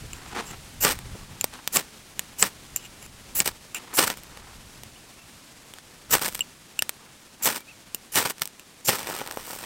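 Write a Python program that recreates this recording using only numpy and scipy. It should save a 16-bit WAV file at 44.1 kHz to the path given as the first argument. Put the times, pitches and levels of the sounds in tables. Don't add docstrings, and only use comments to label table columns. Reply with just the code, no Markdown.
import sys
import numpy as np
from scipy import signal
from scipy.io import wavfile
from scipy.ndimage import uniform_filter1d

SR = 44100
rng = np.random.default_rng(int(sys.argv[2]) if len(sys.argv) > 2 else 0)


def output_pcm(signal):
    pcm = np.clip(np.atleast_2d(signal).T, -1, 1) * 32767
    wavfile.write(sys.argv[1], SR, np.round(pcm).astype(np.int16))


N = 425565

# (time [s], level [dB])
BREEZE_LEVELS = [(0.0, -41), (0.35, -50), (1.07, -40.5), (1.64, -59.5), (3.06, -53.5), (3.3, -46),
                 (3.73, -62.5), (4.57, -47.5), (5.32, -63), (5.99, -63), (6.23, -47), (6.45, -62),
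                 (7.23, -68), (8.25, -65), (8.79, -71), (9.0, -57), (9.65, -61)]
WOODS_LEVELS = [(0.0, -46.5), (8.5, -51.5)]
# (frequency [Hz], density [rel dB])
BREEZE_SPECTRUM = [(8.8, -24), (15, 5), (134, 1.5), (230, -8), (273, -12), (539, -51), (1320, -120)]
WOODS_SPECTRUM = [(35, -15.5), (60, -9.5), (217, -2), (469, -9), (636, -9.5), (1550, -11), (2650, -11.5),
                  (8710, -15), (16000, -26.5)]
LEAF_SPECTRUM = [(120, -52), (200, -5.5), (482, -6), (579, -18), (722, -5), (1000, -4), (2470, -11.5),
                 (8580, -24.5), (16000, -42)]
SPARK_SPECTRUM = [(59, -32), (100, -7.5), (189, -2), (634, -2.5), (1130, 0.5), (1720, 1), (4110, -1),
                  (5770, 1), (6700, -2.5), (8460, 4.5), (10700, -6), (12900, 1.5), (16000, -2.5)]
# (time [s], gain [dB])
GROUND_BUMPS = [(.035, -31), (1.148, -27)]
# (peak time [s], level [dB], rise [s], fall [s], hold [s])
LEAF_RUSTLES = [(0.36, -29, 0.057, 0.059, 0.038), (0.493, -44, 0.047, 0.031, 0.048),
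                (1.0, -53.5, .1, .2, 0.38), (1.536, -43, 0.02, 0.025, 0.02),
                (1.58, -43.5, 0.01, 0.03, 0.015), (3.785, -44, 0.035, 0.065, .01),
                (3.932, -42, 0.22, 0.038, 0.013), (4.343, -49.5, 0.2, 0.44, 0.072),
                (7.024, -51.5, 0.12, 0.12, 0.022), (7.412, -44, 0.033, .03, 0.0092),
                (0.225, -47.5, 0.27, 0.11, 0.069)]
# (frequency [Hz], base t60 [s])
ROD_MODES = [(2815, 0.022), (7480, 0.021), (10600, 0.01), (13500, 0.012)]
# (time [s], gain [dB], mode 1 [rel dB],
# mode 3 [rel dB], mode 4 [rel dB], tick [rel dB], ring length [ratio], pitch [ratio], trace [rel dB])
ROD_TAPS = [(0.1326, -22, -3.5, -30, -27, -12, 0.43, 0.96, -32),
            (1.4112, -8.5, -8.5, -25, -6, -9, 0.34, 0.92, -42),
            (2.1936, -15.5, -6.5, -20, -12, -9, 0.43, 0.86, -26),
            (2.7616, -11.5, -20, -11, -0.5, -10.5, 0.55, 0.94, -30),
            (3.7462, -20.5, -5, -21, -6, -0.5, 0.92, 0.98, -32),
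            (5.7375, -41.5, 13, -9, -5, 10.5, 0.23, 1.14, -18),
            (6.4067, -16.5, 3.5, -30, -9, -12, 1.2, 1.02, -26),
            (6.4163, -34.5, 12, -27, -26, -14, 1.5, 1.005, -32),
            (6.791, -15.5, 5, -8, -7, -2, 0.97, 0.99, -32),
            (7.9467, -25.5, 5, -16, 7, 12.5, 0.39, 0.98, -15),
            (8.596, -38.5, 8, -18, -8, 5, 0.35, 0.93, -32)]
# (start [s], length [s], bite gain [dB],
# end gain [dB], mode 1 [rel dB], mode 3 [rel dB], mode 4 [rel dB], grinding [rel dB], pitch [ratio],
# ring length [ratio])
ROD_STROKES = [(0.136, 0.23, -50, -58, -17, -20, -20, -12, 1.001, .6),
               (0.455, 0.058, -45, -38, -9, -18, -19, -6, 1.001, 0.47),
               (0.808, 0.035, -29.5, -18, -13.5, -17, -1.5, -4.5, 1.02, 0.27),
               (1.728, 0.041, -30, -21, -22, -4, -2.5, -3.5, 1.04, 0.18),
               (2.387, 0.041, -28, -26, -16, -8, -7, -3.5, 1.06, 0.23),
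               (2.763, 0.026, -28.5, -50, -8, -18, -19, -1.5, 1, 0.45),
               (2.793, 0.071, -49.5, -48, -1, -18, -19, -5, 1, 0.38),
               (3.019, 0.043, -46.5, -45, -6, -6, -9, -12, 0.99, 0.18),
               (3.353, 0.042, -31, -28, -18, -1, 4.5, -14, 1.05, 0.24),
               (3.75, 0.035, -35.5, -41, 2.2, -11, -16, -1, 0.96, 0.48),
               (3.94, 0.039, -32, -26, -16, -3, -3, -3, 1.02, 0.45),
               (6.109, 0.033, -27, -18.5, -19, -10, 0, -1.5, 1.06, 0.29),
               (7.426, 0.039, -28, -21, -28, -8, -2, -18, 1, 0.22),
               (8.122, 0.048, -44, -28, -5, 0, 1, 3, 1.04, 0.22),
               (8.85, 0.047, -30.5, -21, -18, -22, -13, -0.5, 1, 0.24)]
# (time [s], gain [dB], bass [rel dB], treble [rel dB])
DRY_POPS = [(0.354, -24, -14, -8), (0.836, -4, -14, 5), (0.9891, -15, -33, -5), (1.4418, 2, -15.5, 2.5),
            (1.5377, -21.5, -30, -24), (1.6753, 2, -31, -3.5), (2.1929, -0.5, -38, -2.5),
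            (3.461, -6, -15, 2), (3.4758, 0.5, -26, 4), (4.101, -4.5, -45, -10), (4.139, -22, -21, -13),
            (4.2343, -21, -28, 8), (4.3725, -23, -16, -25), (4.834, -16.5, -20, 0), (5.785, -23, -33, -24),
            (6.1404, 2, -9.5, 0), (6.1513, 2.5, -11.5, 3), (6.2227, -5, -19, -2), (6.2466, -6, -39, -9),
            (6.2592, -7, -25, -10), (6.2802, -7.5, -12.5, 5), (6.286, -6, -24, -2), (6.348, -7, -42, 4),
            (6.3519, -5, -46, -1), (6.3922, -9, -39, -5), (6.8222, 5, -25.5, -3), (6.893, -0.5, -35, 0.5),
            (7.4566, 3.5, -23, 16), (7.476, -8.5, -5.5, 8), (7.561, -11.5, -22, -9), (8.1567, 2.5, -19, -2),
            (8.382, -21, -37, -9), (8.396, -20, -41, -3), (8.419, 7, -34, -1), (8.433, -13, -32, 0),
            (8.455, -8.5, -29, 7), (8.4747, -12, -42, 11), (8.8848, 2, -32, 1), (8.8911, -1, -10, 4),
            (8.9022, -6, -20, -5), (8.9317, -11, -8, -3), (8.955, -8, -25, -2), (8.992, -11, -20, -2),
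            (9.0105, -25, -4, 0), (9.03, -14, -16, -3), (9.072, -13, -15, -5), (9.099, -15, -9, 1),
            (9.139, -18, -10, -7), (9.1504, -13, -22, 9), (9.164, -12, -20, 3), (9.188, -13, -19, 0),
            (9.214, -27, 9.5, -12), (9.262, -21, -7, -13), (9.2743, -11, -31, -6), (9.3106, -12, -17, -10),
            (9.3224, -15, -19, -2), (9.341, -31, -1, -5), (9.3717, -21.5, 5, 7), (9.398, -22, -12, -6),
            (9.478, -26, -3, 2), (9.5068, -15, -21, -1), (9.53, -26, -1, -1), (9.5615, -27, -1.5, 2),
            (9.607, -24, -9, -2), (9.629, -26, -1.5, 0)]
# (peak time [s], level [dB], rise [s], fall [s], treble [rel dB])
SPARK_SHOWERS = [(0.851, -19, 0.023, 0.053, -4), (0.886, -26, 0.042, 0.09, -5),
                 (.922, -31, 0.034, 0.018, 5.5), (1.762, -24.5, .03, 0.068, -2),
                 (1.795, -34.5, 0.056, 0.011, -5), (2.427, -19, 0.0099, 0.041, -2.5),
                 (2.464, -33, 0.018, 0.049, 2), (3.402, -22, 0.0047, 0.032, 2),
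                 (3.462, -29, 0.02, 0.023, 5.5), (3.475, -29, 0.015, 0.043, -1.5),
                 (3.989, -16.5, 0.021, 0.058, -0.5), (4.041, -25.5, 0.061, 0.057, -1.5),
                 (4.078, -27, 0.016, 0.015, 3.5), (4.103, -26.5, 0.015, 0.047, -5),
                 (4.172, -43, 0.01, 0.027, 3), (6.143, -19.5, 0.046, 0.055, -1.5),
                 (6.218, -31, 0.023, 0.044, 1), (6.26, -30, 0.069, 0.067, 2.5),
                 (6.347, -47, 0.056, 0.11, 9.5), (7.473, -21, 0.037, 0.083, 1),
                 (7.56, -33.5, 0.021, 0.058, 2.5), (8.177, -20, 0.038, 0.11, 0.5),
                 (8.257, -23, 0.013, 0.022, -8), (8.306, -32, 0.036, 0.022, 3.5),
                 (8.419, -34, 0.011, 0.03, 3), (8.891, -17.5, 0.018, 0.047, -2.5),
                 (8.95, -35.5, 0.11, 0.13, 0.5)]
# (time [s], gain [dB])
BLADE_RELEASES = [(0.8496, -1.5), (1.77, 0.5), (2.426, 5.5), (3.4029, 1)]
# (frequency [Hz], level [rel dB], delay [s])
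BLADE_MODES = [(2460, -10.5, .0007), (5000, -12.5, -.0001), (8500, -8.5, -.0001), (7530, -4, .0005)]
# (start [s], length [s], first pitch [Hz], turning pitch [Hz], last pitch [Hz], level [dB])
BIRD_CHIRPS = [(4.945, 0.031, 2450, 2950, 3200, -58), (5.183, .045, 2700, 2670, 2650, -60),
               (7.588, 0.043, 2280, 2340, 2300, -54), (7.671, 0.055, 2400, 2750, 2386, -51.5)]
# (time [s], puffs [dB], fizz [dB], fizz treble [rel dB])
TINDER_LEVELS = [(8.92, -32, -41, -5), (9.04, -46.5, -45, -10), (9.08, -39.5, -37.5, -2.5),
                 (9.21, -44, -38, -8), (9.27, -44, -46.5, -6), (9.35, -42.5, -49.5, 5),
                 (9.42, -55, -43.5, -3), (9.53, -46, -46.5, 7), (9.65, -67, -41.5, -5.5)]


def gain_of(db):
    return 10 ** (np.asarray(db) / 20)


def unit_rms(x):
    return x / np.sqrt(np.mean(x ** 2) + 1e-20)


def add(mix, s, sound):
    part = mix[round(s * SR):][:len(sound)]
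    part += sound[:len(part)]


def colour(x, spectrum):
    f, db = np.transpose(spectrum)
    hz = abs(np.fft.fftfreq(4096, 1 / SR))
    log_gain = np.interp(np.log(hz + 1), np.log(f + 1), np.maximum(db, -60)) * np.log(10) / 20
    taps = np.fft.ifft(np.exp(np.conj(signal.hilbert(log_gain)))).real[:2048]
    return signal.oaconvolve(x, taps / np.linalg.norm(taps))[:len(x)]


def passband(x, hz, kind="band"):
    return signal.sosfilt(signal.butter(2, hz, kind, fs=SR, output="sos"), x)


def split(x, hz):
    low = signal.lfilter(*signal.butter(1, hz, fs=SR), x)
    return low, x - low


def grains(per_s, spread_db, clump_db, clump_s):
    size = gain_of(spread_db * np.minimum(rng.exponential(1, N), 2.5))
    clicks = size * rng.standard_normal(N) * (rng.random(N) < per_s / SR)
    width = max(round(clump_s * SR), 2)
    clumps = unit_rms(uniform_filter1d(uniform_filter1d(rng.standard_normal(N), width), width))
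    return unit_rms(clicks * gain_of(clump_db * np.minimum(clumps, 1.5)))


def ring(force, hz, t60):
    phasor = np.exp(2j * np.pi * np.cumsum(hz * np.ones(len(force))) / SR)
    decay = np.exp(-np.log(1000) / (t60 * SR))
    return (phasor * signal.lfilter([1], [1, -decay], force / phasor)).imag


def swell(s, db, rise, fall, hold=0., end_db=None, head_db=0.):
    end_db = db if end_db is None else end_db
    depth_db = 25
    times = np.cumsum([s - rise, rise, hold, fall])
    levels = [db - depth_db + head_db, db, end_db, end_db - depth_db]
    on, out = slice(max(round(times[0] * SR), 0), round(times[-1] * SR)), np.zeros(N)
    out[on] = gain_of(np.interp(np.arange(N)[on] / SR, times, levels))
    return out


def tinder_gain(column):
    t, columns = np.arange(N) / SR, np.transpose(TINDER_LEVELS)
    alight = np.clip((t - columns[0][0]) / 0.01, 0, 1)
    return gain_of(np.interp(t, columns[0], columns[column])) * alight


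def breeze_and_woods():
    t = np.arange(N) / SR
    breeze = colour(grains(per_s=21000, spread_db=4.5, clump_db=-2.5, clump_s=0.035), BREEZE_SPECTRUM)
    woods = colour(grains(per_s=30000, spread_db=1.0, clump_db=1.14, clump_s=0.019), WOODS_SPECTRUM)
    breeze_db = np.interp(t, *np.transpose(BREEZE_LEVELS))
    woods_db = np.interp(t, *np.transpose(WOODS_LEVELS))
    return gain_of(breeze_db) * breeze + gain_of(woods_db) * woods


def ground_bumps():
    out, t = np.zeros(N), np.arange(3000) / SR
    puff = unit_rms(passband(rng.standard_normal(len(t)), [90, 380]))
    envelope = t / 0.019 * np.exp(1 - t / 0.0053)
    for s, db in GROUND_BUMPS:
        add(out, s, gain_of(db) * puff * envelope)
    return out


def leaf_rustle():
    creaks = grains(per_s=7000, spread_db=1.5, clump_db=3.5, clump_s=0.0053)
    return sum(swell(*row) for row in LEAF_RUSTLES) * colour(creaks, LEAF_SPECTRUM)


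def rod_taps():
    out, t = np.zeros(N), np.arange(2000) / SR
    trace_t60 = 0.045
    for s, db, first, third, fourth, tick_db, stretch, pitch, trace_db in ROD_TAPS:
        contact = rng.standard_normal(len(t)) * np.exp(-t / 0.0013)
        sound = gain_of(tick_db) * colour(contact, SPARK_SPECTRUM) * (1 - np.exp(-t / 0.00011))
        attack = 1 - np.exp(-t / (0.00068 * stretch))
        trace = gain_of(trace_db - 60 * t / trace_t60)
        middle = 1 + 0.4 * (pitch - 1)
        tunings = (pitch, middle, middle, 1)
        for (hz, t60), mode_db, tuning in zip(ROD_MODES, (first, 0, third, fourth), tunings):
            choke = np.exp(-(t / (0.17 * t60 * stretch)) ** 2)
            sound += gain_of(mode_db) * attack * (choke + trace) * np.sin(2 * np.pi * hz * tuning * t)
        add(out, s, gain_of(db) * sound)
    return out


def rod_strokes():
    out = np.zeros(N)
    dense_slips = grains(per_s=14000, spread_db=3.5, clump_db=2.0, clump_s=0.0051)
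    chatter = grains(per_s=3000, spread_db=3, clump_db=6, clump_s=0.006)
    for s, length, bite_db, end_db, first, third, fourth, grind_db, pitch, stretch in ROD_STROKES:
        level = swell(s, bite_db, rise=0.0057, fall=0.0075, hold=length, end_db=end_db)
        on = level > 0
        hard = max(bite_db, end_db) > -42
        slips = (dense_slips if hard else chatter)[on]
        tuning = pitch + hard * 0.03 * np.linspace(-.5, .5, len(slips))
        grind = passband(colour(slips, SPARK_SPECTRUM), 4800, "high")
        sound = gain_of(grind_db) * unit_rms(grind)
        for (hz, t60), mode_db in zip(ROD_MODES, (first, -3.5, third, fourth)):
            sound += gain_of(mode_db) * unit_rms(ring(slips, hz * tuning, stretch * t60))
        out[on] += level[on] * sound
    return out


def dry_pops():
    out, t = np.zeros(N), np.arange(900) / SR
    sample = np.arange(len(t))
    noises = rng.standard_normal((len(DRY_POPS), len(t)))
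    echo_lags = rng.integers(3, 9, len(DRY_POPS))
    _, puff = split(ring(sample == 15, hz=750, t60=0.0028), 200)
    for (s, db, bass_db, treble_db), noise, lag in zip(DRY_POPS, noises, echo_lags):
        snap = 0.3 * (sample == lag) - (sample == 0)
        fizz_db = -10 + 0.4 * bass_db
        fizz = gain_of(fizz_db) * noise * np.exp(-t / 0.0017) * (t > 0.0002)
        low, high = split(colour(fizz + snap, SPARK_SPECTRUM), 3600)
        burst = low + gain_of(treble_db) * high
        sound = burst / abs(burst).max() + gain_of(bass_db) * puff / abs(puff).max()
        add(out, s + 0.0008, gain_of(db) * sound)
    return out


def spark_showers():
    flares = sum(swell(s, db, rise, fall) for s, db, rise, fall, _ in SPARK_SHOWERS)
    treble = sum(swell(s, db + treble_db, rise, fall, head_db=2.5)
                 for s, db, rise, fall, treble_db in SPARK_SHOWERS)
    fizz = tinder_gain(column=2)
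    fizz_treble = fizz * tinder_gain(column=3)
    strength_db = 20 * np.log10(flares + fizz + 1e-9)
    hiss_share = np.interp(strength_db, [-52, -23], [0, 1])
    sputter = grains(per_s=9000, spread_db=3.0, clump_db=9.0, clump_s=0.0025)
    hiss = grains(per_s=11000, spread_db=1.0, clump_db=3.0, clump_s=0.0022)
    burning = np.sqrt(hiss_share) * hiss + np.sqrt(1 - hiss_share) * sputter
    for echo_lag in (5, 9, 16):
        crackle = grains(per_s=1800, spread_db=3.5, clump_db=6.0, clump_s=0.0017)
        burning += 0.24 * np.sqrt(hiss_share) * (crackle + 0.78 * np.roll(crackle, echo_lag))
    low, high = map(unit_rms, split(colour(burning, SPARK_SPECTRUM), 1880))
    rush = unit_rms(passband(rng.standard_normal(N), [60, 240]))
    low_whump = gain_of(-23.5) * uniform_filter1d(flares, round(0.037 * SR)) * rush
    _, high_hiss = split(colour(hiss, SPARK_SPECTRUM), 3500)
    even_hiss = unit_rms(1.2 * high + unit_rms(high_hiss))
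    return (flares + fizz) * low + treble * high + fizz_treble * even_hiss + low_whump


def blade_releases():
    out, t = np.zeros(N), np.arange(-150, 200) / SR
    for s, db in BLADE_RELEASES:
        for hz, mode_db, delay in BLADE_MODES:
            envelope = np.exp(-((t - delay) / 0.00037) ** 2)
            tone = np.sin(2 * np.pi * (hz * t + rng.random()))
            add(out, s + t[0], gain_of(db + mode_db) * envelope * tone)
    return out


def bird_chirps():
    out = np.zeros(N)
    for s, length, first_hz, turn_hz, last_hz, db in BIRD_CHIRPS:
        progress = np.linspace(0, 1, round(length * SR))
        hz = np.interp(progress, [0, 0.59, 1], [first_hz, turn_hz, last_hz])
        flutter_db = 3.5 * unit_rms(uniform_filter1d(rng.standard_normal(len(hz)), size=250))
        tone = np.sqrt(2) * np.sin(2 * np.pi * np.cumsum(hz) / SR)
        add(out, s, gain_of(db + flutter_db) * tone * signal.windows.tukey(len(hz), 0.3))
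    return out


def tinder_puffs():
    puffs = grains(per_s=600, spread_db=5.0, clump_db=4.0, clump_s=0.0061)
    return tinder_gain(column=1) * unit_rms(passband(puffs, [280, 1300]))


def scene():
    near = rod_strokes() + blade_releases() + rod_taps() + spark_showers() + dry_pops() + tinder_puffs()
    t = np.arange(3000) / SR
    scatter = rng.standard_normal(len(t)) * np.exp(-t / 0.0054) * (t > 0.0015)
    echoes = gain_of(-17) * signal.oaconvolve(near, scatter / np.linalg.norm(scatter))[:N]
    mix = near + echoes + ground_bumps() + leaf_rustle() + bird_chirps() + breeze_and_woods()
    return np.tile(mix, (2, 1))


def record(dry):
    edge_hz = 15950
    lowpass = signal.firwin(511, edge_hz, window=("kaiser", 9), fs=SR)[None]
    clipped = np.clip(signal.oaconvolve(dry, lowpass, "same"), -1, 1)
    return signal.oaconvolve(clipped, lowpass, "same")


dry = scene()
out = record(dry)
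output_pcm(out)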